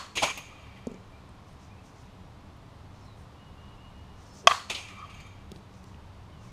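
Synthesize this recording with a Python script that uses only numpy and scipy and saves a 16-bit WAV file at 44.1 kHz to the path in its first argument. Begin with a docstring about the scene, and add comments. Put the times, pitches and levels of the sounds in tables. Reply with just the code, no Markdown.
"""Softball off a tee

A batter hits on an open field, opening on the tail of an earlier hit. The bat's barrel rings under a
sharp crack, and the dugout and far walls answer. The ball rattles a chain-link fence and thuds to the
ground. Shoes and clothes scuff, birds whistle faintly and far traffic hums."""
import sys
import numpy as np
from scipy import signal
from scipy.fft import rfft, irfft, next_fast_len
from scipy.io import wavfile
from scipy.ndimage import map_coordinates

SR = 44100
rng = np.random.default_rng(int(sys.argv[2]) if len(sys.argv) > 2 else 0)


def wrap_up_sound(samples):
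    """Save the sound to the file named by the first command line argument, as 16-bit audio."""
    columns = np.atleast_2d(samples).T
    # keep every value between -1 and 1, then stretch to whole-number steps
    tamed = np.clip(columns, -1, 1)
    steps = np.round(tamed * 32767).astype(np.int16)
    wavfile.write(sys.argv[1], SR, steps)


N = 287530

# Bat meets ball. Each row: start in seconds, level in dB.
BAT_HITS = [(-.074, -4.5), (4.472, 0)]
# The barrel's ringing modes. Each row: pitch in Hz, level in dB, t60 in seconds.
BARREL_MODES = [(696, -0.5, 0.029), (1130, 2, 0.027), (2012, -4.5, 0.016), (3200, -6.5, .018),
                (6155, -7.5, 0.0077)]
# Crackle of ball and shell. Each row: band centre in Hz, level in dB, t60 in seconds.
CRACK_BANDS = [(770, -22.5, 0.047), (1520, -15.5, 0.025), (2480, -3, 0.019), (3207, -6, 0.026),
               (4860, -8, 0.019), (5950, -18, 0.036), (8600, -29.5, 0.034), (12970, -35, 0.021)]
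# Colour of the wash scattered back after a hit. Each row: frequency in Hz, level in dB.
WASH_SPECTRUM = [(240, -51), (400, -22), (535, -20.5), (715, -13), (900, -14.5), (1110, -2), (1490, -12),
                 (1960, -15), (2220, -16.5), (4350, -15.5), (5380, -19.5), (6770, -17.5), (15500, -40.5)]
# Returns off far buildings. Each row: delay in seconds, level in dB, rise and t60 in seconds.
FAR_ECHOES = [(.4, -46, 0.052, 1), (.58, -51.5, 0.22, 1)]
SNAP_S, SNAP_DB, SNAP_HZ, SNAP_T60_S = .0462, -7, 2400, .002  # a short, sharp click just after each hit
PREROLL, BARREL_EDGE_HZ = SR // 10, 330  # samples of room for the early hit; the barrel's low cut
def bat():
    """The swing whooshes, the barrel rings briefly under a crackle, and the surroundings answer."""
    direct, around = np.zeros((2, N + PREROLL))
    t, tail_t = np.arange(SR // 10) / SR, np.arange(SR) / SR
    for s, db in BAT_HITS:
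        at = s + PREROLL / SR
        ring = sum(amp(level) * burst(t, 0.7 / hz, t60) * np.sin(2 * np.pi * hz * t)
                   for hz, level, t60 in BARREL_MODES)
        crack = sum(amp(level) * burst(t, 0.00096, t60) * band(len(t), hz, 0.11)
                    for hz, level, t60 in CRACK_BANDS)
        add(direct, at, amp(db) * (ring + crack))
        snap = burst(t, SNAP_T60_S / 20, SNAP_T60_S) * -np.sin(2 * np.pi * SNAP_HZ * t)
        add(around, at + SNAP_S, amp(db + SNAP_DB) * snap)
        wash = sum(amp(-60 * tail_t / t60) * band(SR, hz, 1.6)
                   for hz, t60 in [(500, .3), (3000, .45), (13000, .3)])
        wash = filtered(wash, lambda hz: amp(along(WASH_SPECTRUM, hz)))
        fade_in = 1 - np.exp(-tail_t / 0.022)
        add(around, at + 0.0069, amp(db - 28) * fade_in * wash / np.std(wash[:len(t)]))
        sing = burst(tail_t, 0.022, 0.59) * band(SR, 4360, 0.019)  # the barrel's thin wall sings on
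        add(around, at + 0.0067, amp(db - 41) * sing)
        for delay, far_db, rise, t60 in FAR_ECHOES:  # only the main barrel tone carries that far
            gain = amp(db + far_db + 5.7 * wobble(29.8)[:SR])
            add(around, at + delay, gain * burst(tail_t, rise, t60) * band(SR, 1180, 0.11))
    whoosh = (t / 0.094) ** 3.5 * band(len(t), 390, .6)  # air torn just before the last hit
    add(around, at - .1, amp(-44) * whoosh)
    barrel = filtered(direct, lambda hz: highpass(hz, BARREL_EDGE_HZ) ** 2)  # too thin to radiate bass
    return (barrel + wall_echoes(direct) + around)[PREROLL:]


# Slaps off the dugout and walls. Each row: delay in seconds, level in dB, smear in seconds.
WALL_SLAPS = [(.023, -25, 0.0048), (.029, -25, 0.0055), (.037, -6, 0.013), (.044, -10, 0.0053),
              (0.059, -24, 0.028), (.12, -33, 0.026)]
def wall_echoes(x):
    """Small, rough walls return smeared, duller copies with little bass."""
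    response, t = np.zeros(SR), np.arange(SR // 10) / SR
    for delay, db, spread in WALL_SLAPS:
        smear = rng.standard_normal(len(t)) * burst(t + 1 / SR, spread / 10, spread)
        add(response, delay, amp(db) * smear / np.linalg.norm(smear))
    echoes = signal.fftconvolve(x, response)[:len(x)]
    return filtered(echoes, lambda hz: highpass(hz, 1200) / (1 + 1j * hz / 2200) ** 2)


# The ball jolts the fence. Each row: start in seconds, chatter in dB, rise and t60 in seconds,
# high ring in dB, post or rail knock in dB, knock centre in Hz, fizz in dB.
FENCE_JOLTS = [(.153, -31, 0.0048, 0.17, -36, -58, 900, -49),
               (.171, -19.5, 0.0018, 0.019, -61, -36, 415, -63),
               (0.171, -48, 0.0024, 0.045, -61, -23, 2700, -65),
               (.219, -22, 0.0094, .1, -43, -19.5, 750, -60),
               (.225, -20.5, 0.0079, 0.11, -41, -20.5, 810, -40),
               (.261, -32, 0.03, 0.13, -55, -23, 990, -58), (.299, -34, 0.0022, 0.056, -58, -38, 1000, -67),
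               (0.3741, -38, 0.0012, 0.057, -66, -42, 735, -42),
               (4.698, -29.5, 0.0021, 0.14, -45.5, -38.5, 526, -50),
               (4.698, -48, 0.0019, .05, -58, -29.5, 2800, -60),
               (4.746, -43, 0.0016, 0.16, -61, -32, 3430, -60),
               (4.775, -50, 0.0023, 0.3, -75, -57, 900, -71),
               (4.884, -44, 0.0026, 0.043, -76, -57, 1100, -82),
               (5.096, -54, .003, 0.17, -67, -63, 1100, -74), (5.142, -51, .003, 0.04, -71, -55, 1100, -63),
               (5.2, -49.5, 0.0018, 0.056, -67, -70, 1100, -64),
               (5.262, -59, .002, .08, -71, -70, 1100, -74)]
# The panel sways on. Each row: start and length in seconds, then chatter, low ring, high ring, fizz in dB.
PANEL_SWAYS = [(0.156, 1, -33, -56, -64, -54), (4.683, 0.91, -38, -55, -63, -77)]
# Colour of wire chattering on wire. Each row: frequency in Hz, level in dB.
CHATTER_SPECTRUM = [(710, -11), (1200, -6.5), (1710, -22), (2380, -1), (2470, -0.5), (3790, -9),
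                    (4560, -11), (5970, -14), (6610, -18), (7660, -16.5), (11000, -25), (14300, -83),
                    (22000, -120)]
# Resonances of the mesh. Each row: pitch in Hz, width in Hz, level in dB.
MESH_MODES = [(2043, 390, -3), (2340, 46, 0), (2472, 21, -12), (2540, 50, -10), (2785, 69, -6),
              (3175, 84, -5.5), (3660, 100, -13), (4180, 140, -20), (4700, 120, -14), (6380, 38, -6),
              (6630, 54, -6), (6770, 340, -7)]
# Single links ring out. Each row: start in seconds, pitch in Hz, level in dB, t60 in seconds.
LINK_TINKLES = [(.27, 2345, -42, .5), (.377, 2455, -47, .5), (.376, 14100, -62, .2),
                (.377, 13500, -65, .18), (.405, 9800, -63, .08), (5.055, 4350, -58, .04),
                (5.1, 9000, -68, .08), (5.203, 4350, -56, .05), (5.205, 7600, -65, .14),
                (5.25, 3650, -59, .18), (5.265, 10000, -65, .05)]
LOW_RING_DB, LOW_RING_T60_S, HIGH_RING_T60_S = -16.5, 0.21, 0.43  # low ring follows the jolt's level
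SWAY_RISE_S, SETTLE_S = 0.06, 0.36
SWAY_CHATTER_T60_S, SWAY_LOW_T60_S, SWAY_HIGH_T60_S = 0.74, 5.1, 2.35
def fence():
    """Links chatter and fizz at each jolt, the post knocks, the mesh jingles while the panel sways."""
    shake, fizz, low_ring, high_ring = np.zeros((4, N))  # envelopes
    knocks, jingle = np.zeros((2, N))
    t = np.arange(SR) / SR
    for s, db, rise, t60, high_db, knock_db, knock_hz, fizz_db in FENCE_JOLTS:
        add(shake, s, amp(db) * burst(t, rise, t60))
        add(fizz, s, amp(fizz_db) * burst(t, rise, t60))
        add(low_ring, s, amp(db + LOW_RING_DB) * burst(t, rise, LOW_RING_T60_S))
        add(high_ring, s, amp(high_db) * burst(t, rise, HIGH_RING_T60_S))
        add(knocks, s, amp(knock_db) * burst(t, rise, .12) * band(SR, knock_hz, 0.4))
    for s, length, db, low_db, high_db, fizz_db in PANEL_SWAYS:
        settle = np.clip((length - t) / SETTLE_S, 0, 1)
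        add(shake, s, amp(db) * settle * burst(t, SWAY_RISE_S, SWAY_CHATTER_T60_S))
        add(fizz, s, amp(fizz_db) * settle * burst(t, SWAY_RISE_S, SWAY_CHATTER_T60_S))
        add(low_ring, s, amp(low_db) * settle * burst(t, SWAY_RISE_S, SWAY_LOW_T60_S))
        add(high_ring, s, amp(high_db) * settle * burst(t, SWAY_RISE_S, SWAY_HIGH_T60_S))
    chatter = shake * amp(0.81 * wobble(120)) * noise(CHATTER_SPECTRUM, spiky_db=1.5)
    chatter += fizz * band(N, 9100, 0.95)
    for hz, width, db in MESH_MODES:  # every resonance is struck at its own chance moments
        clinks = amp(2.5 * wobble(40)) * rng.standard_normal(N)
        ring = unit(signal.lfilter(*signal.iirpeak(hz, hz / width, SR), clinks))
        jingle += amp(db) * (low_ring if hz < 5000 else high_ring) * ring
    for s, hz, db, t60 in LINK_TINKLES:
        add(jingle, s, amp(db) * burst(t, 0.00071, t60) * band(SR, hz, 0.0062))
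    return chatter + jingle + knocks


# The ball lands. Each row: start in seconds, thud in dB, pitch in Hz that its modes scale from, grit in dB,
# grit centre in Hz, grit width as a share of its centre.
LANDINGS = [(.870, -20.5, 298, -39.5, 6400, 0.44), (0.916, -31.5, 288, -51, 6000, 0.49),
            (0.943, -36, 242, -48, 5950, 0.34), (1.291, -44, 248, -54, 7900, 0.27),
            (2.568, -70, 250, -61, 12000, .3), (5.5173, -31, 241, -37, 3730, 0.98),
            (5.56, -36, 195, -40, 3400, 0.42), (5.841, -46, 200, -44.5, 3510, 0.97),
            (5.945, -51, 200, -47.5, 2830, 0.14)]
def ground_thuds():
    """Each landing is a soft thud of two hollow modes, with a spit of grit."""
    out, t = np.zeros(N), np.arange(SR // 10) / SR
    for s, db, hz, grit_db, grit_hz, width in LANDINGS:
        low_mode = burst(t, 0.0017, 0.053) * np.sin(2 * np.pi * 0.82 * hz * t)
        high_mode = amp(5) * burst(t, 0.0012, 0.016) * np.sin(2 * np.pi * 1.455 * hz * t)
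        grit = burst(t, 0.00038, 0.0093) * band(len(t), grit_hz, width)
        add(out, s, amp(grit_db) * grit - amp(db) * (low_mode + high_mode))
    return out + amp(-11.5) * field_reverb(out, delay=0.023)


# Grainy strokes. Each row: start in seconds, length in seconds, dirt in dB, cloth in dB. Most are shoe and
# cloth moves; the stroke from 5.09 s is the fence's links grating as the panel sways.
SCUFF_STROKES = [(1.45, 0.16, -72, -78), (1.586, 0.15, -67, -80), (1.827, 0.12, -65.5, -75),
                 (1.91, 0.23, -68.5, -79), (2.906, .2, -70.5, -87), (3.04, .05, -76, -75),
                 (3.15, 0.14, -75, -73.5), (4.143, 0.32, -65.5, -75), (4.325, 0.163, -57.5, -70),
                 (5.093, .28, -75.5, -78), (5.536, 0.081, -73, -73), (5.71, 0.16, -70, -79),
                 (5.826, 0.017, -73, -73), (5.835, 0.16, -69, -80), (6.382, 0.24, -66, -77)]
# Colour of scraped dirt. 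Each row: frequency in Hz, level in dB.
DIRT_SPECTRUM = [(2500, -29), (4500, -5.5), (6000, 0), (7500, -7.5), (10000, -30)]
# The thin, bright hiss of cloth. Each row: frequency in Hz, level in dB.
CLOTH_SPECTRUM = [(6000, -29), (8500, 10), (12000, -7.5), (15500, -2)]
STROKE_SHARPNESS, STROKE_LEAN = 1.9, 0.63  # a lean under 1 peaks early
def scuffs():
    """Shoes turn in the dirt and clothes rub, and the fence grates once: strokes of grainy treble that swell
    and fade."""
    dirt, cloth = np.zeros((2, N))
    for s, length, dirt_db, cloth_db in SCUFF_STROKES:
        progress = np.linspace(0, 1, round(length * SR))
        stroke = np.abs(np.sin(np.pi * progress ** STROKE_LEAN)) ** STROKE_SHARPNESS
        add(dirt, s, amp(dirt_db) * stroke)
        add(cloth, s, amp(cloth_db) * stroke)
    scrape = dirt * amp(1.4 * wobble(60)) * noise(DIRT_SPECTRUM, spiky_db=2.5)
    rustle = cloth * amp(2.9 * wobble(60)) * noise(CLOTH_SPECTRUM, spiky_db=2.5)
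    return scrape + rustle


# A slurred bird phrase. Each row: start and length in seconds, upward slur in Hz, level in dB.
BIRD_WHISTLES = [(3.34, .2, 253.3, -60), (3.555, 0.2, 232, -58), (3.77, .17, 260, -54.5),
                 (3.949, 0.092, 29.9, -57), (4.065, .11, 30, -61), (4.2, .13, 30, -68.5)]
# Short bird notes. Each row: start and length in seconds, first and last pitch in Hz, level in dB.
BIRD_CHIRPS = [(1.127, 0.039, 2315, 2440, -57), (1.693, 0.04, 2310, 2480, -60),
               (1.767, 0.039, 2580, 2620, -57), (2.91, 0.083, 3400, 4600, -75),
               (3.03, 0.13, 4350, 3680, -67), (3.0, 0.07, 5350, 5350, -68), (4.264, 0.11, 5240, 5350, -64),
               (4.27, 0.074, 4300, 4400, -72), (6.311, 0.16, 3150, 2500, -64),
               (6.464, .05, 2350, 2100, -62)]
WHISTLE_HZ, SLUR_S, SWELL_DB = 2890, .026, 5  # each whistle slides up to one pitch and swells
FLUTTER_DB, QUAVER_HZ = 2.8, 15
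def birds():
    """Thin whistles and chirps, unsteady in pitch and level, blurred by distance."""
    out, quaver = np.zeros(N), QUAVER_HZ * wobble(80)
    for s, length, slur_hz, db in BIRD_WHISTLES:
        t = np.arange(round(length * SR)) / SR
        hz = WHISTLE_HZ - slur_hz * np.exp(-t / SLUR_S) + quaver[round(s * SR):][:len(t)]
        swell = np.sqrt(np.abs(np.sin(np.pi * t / length))) * amp(SWELL_DB * (t / length - 1.5))
        add(out, s, amp(db) * swell * np.sin(2 * np.pi * np.cumsum(hz) / SR))
    for s, length, first_hz, last_hz, db in BIRD_CHIRPS:
        progress = np.linspace(0, 1, round(length * SR))
        cycles = length * (first_hz * progress + (last_hz - first_hz) * progress ** 2 / 2)
        cycles += np.cumsum(quaver[round(s * SR):][:len(progress)]) / SR
        arch = np.sqrt(np.abs(np.sin(np.pi * progress)))
        add(out, s, amp(db) * arch * np.sin(2 * np.pi * cycles))
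    out *= amp(FLUTTER_DB * wobble(60))
    return out + amp(-8) * field_reverb(out, delay=.02)


# Decay of the open field. Each row: frequency in Hz, t60 in seconds.
FIELD_DECAY = [(300, 0.43), (1200, 0.96), (4000, 1), (12000, 0.75)]
def field_reverb(x, delay):
    """The surroundings scatter sound back, each frequency dying at its own speed."""
    hz, t, spectra = signal.stft(rng.standard_normal(SR), SR, nperseg=256)
    decay = amp(-60 * t / along(FIELD_DECAY, hz)[:, None])
    tail = signal.istft(spectra * decay, SR, nperseg=256)[1]
    delayed = np.pad(x, (round(delay * SR), 0))
    return signal.fftconvolve(delayed, tail / np.linalg.norm(tail))[:len(x)]


# Wavering engine tones. Each row: pitch in Hz, half-width in Hz, level in dB.
ENGINE_HUMS = [(72.9, 4.6, -57), (96.4, 2.8, -60.5), (186.9, 2.2, -63.5)]
# The rumble's level ride. Each row: time in seconds, level in dB.
RUMBLE_RIDE = [(0.0, -57), (0.71, -52), (1.94, -52.5), (3.14, -50), (3.58, -53), (3.92, -51), (4.49, -53),
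               (4.76, -63), (4.92, -52), (5.85, -52.5), (6.14, -51.5), (6.52, -49.5)]
# Colour of the rumble. Each row: frequency in Hz, level in dB.
RUMBLE_SPECTRUM = [(12, -30), (20, 3.5), (65, -2.5), (103, 6), (154, -1), (189, -3.5), (219, -9.5),
                   (264, -12), (400, -19), (520, -67), (880, -120)]
# Colour of far tyres and leaves. Each row: frequency in Hz, level in dB.
HISS_SPECTRUM = [(120, -53), (200, -1), (219, -13), (283, -8), (333, -15), (371, -12), (554, -14),
                 (607, -13), (1070, -12.5), (1560, -21.5), (3810, -27), (13900, -48), (15500, -71)]
HISS_DB = -55
def far_traffic():
    """The background bed: engines hum and rumble under a smooth hiss of tyres and leaves."""
    hum = np.zeros(N)
    for hz, width, db in ENGINE_HUMS:
        tone = filtered(rng.standard_normal(N), lambda f: 1 / (1 + ((f - hz) / width) ** 2))
        hum += amp(db) * unit(tone)
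    rumble = amp(curve(RUMBLE_RIDE)) * noise(RUMBLE_SPECTRUM)
    hiss = amp(HISS_DB + 0.14 * wobble(1.4) + 0.14 * wobble(12)) * noise(HISS_SPECTRUM)
    return rumble + hum + hiss


def amp(db):
    """Gain of a level in dB."""
    return 10 ** (np.asarray(db) / 20)


def unit(x):
    """x at rms 1."""
    return x / np.sqrt(np.mean(x ** 2) + 1e-20)


def along(points, hz):
    """Read (Hz, value) points at hz, on a log frequency axis."""
    freqs, values = np.transpose(points)
    return np.interp(np.log(hz + 1), np.log(freqs + 1), values)


def curve(points):
    """One value per sample from (seconds, value) points."""
    return np.interp(np.arange(N) / SR, *np.transpose(points))


def wobble(rate):
    """A smooth random curve, rate knots a second."""
    knots = rng.standard_normal(int(N * rate / SR) + 4)
    coarse = np.arange(0, N + 32, 32)
    return np.interp(np.arange(N), coarse, map_coordinates(knots, [coarse * rate / SR]))


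def filtered(x, response):
    """x through a complex frequency response."""
    size = next_fast_len(len(x) + SR // 4)
    return irfft(rfft(x, size) * response(np.fft.rfftfreq(size, 1 / SR)), size)[:len(x)]


def noise(spectrum, spiky_db=0):
    """Coloured noise of rms 1; spiky noise is made of tiny clicks of uneven size."""
    raw = rng.standard_normal(N) * amp(spiky_db * rng.exponential(size=N))
    return unit(filtered(raw, lambda hz: amp(along(spectrum, hz))))


def band(count, hz, width):
    """Noise of rms 1 in a band whose width is a share of its centre."""
    white = rng.standard_normal(count)
    return unit(filtered(white, lambda f: np.exp(-(np.log((f + 1) / hz) / width) ** 2)))


def highpass(hz, edge_hz):
    """Second-order high-pass response."""
    u = 1j * hz / edge_hz
    return u * u / (1 + np.sqrt(2) * u + u * u)


def add(track, s, sound):
    """Mix a sound in at s seconds."""
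    start = round(s * SR)
    track[start:start + len(sound)] += sound[:len(track) - start]


def burst(t, rise, t60):
    """Envelope that rises, then falls 60 dB every t60 seconds."""
    return (1 - np.exp(-t / rise)) * amp(-60 * t / t60)


def scene():
    """All sources at one microphone."""
    return (bat() + fence() + ground_thuds() + birds() + scuffs() + far_traffic())[None]


TOP_HZ = 15300
def record(dry):
    """The input clips softly at full scale and cuts off steeply at its band limit."""
    clipped = dry[0] / (1 + np.abs(dry[0]) ** 6) ** (1 / 6)
    return filtered(clipped, lambda hz: 1 / (1 + (hz / TOP_HZ) ** 120))[None]


dry = scene()
out = record(dry)
wrap_up_sound(out)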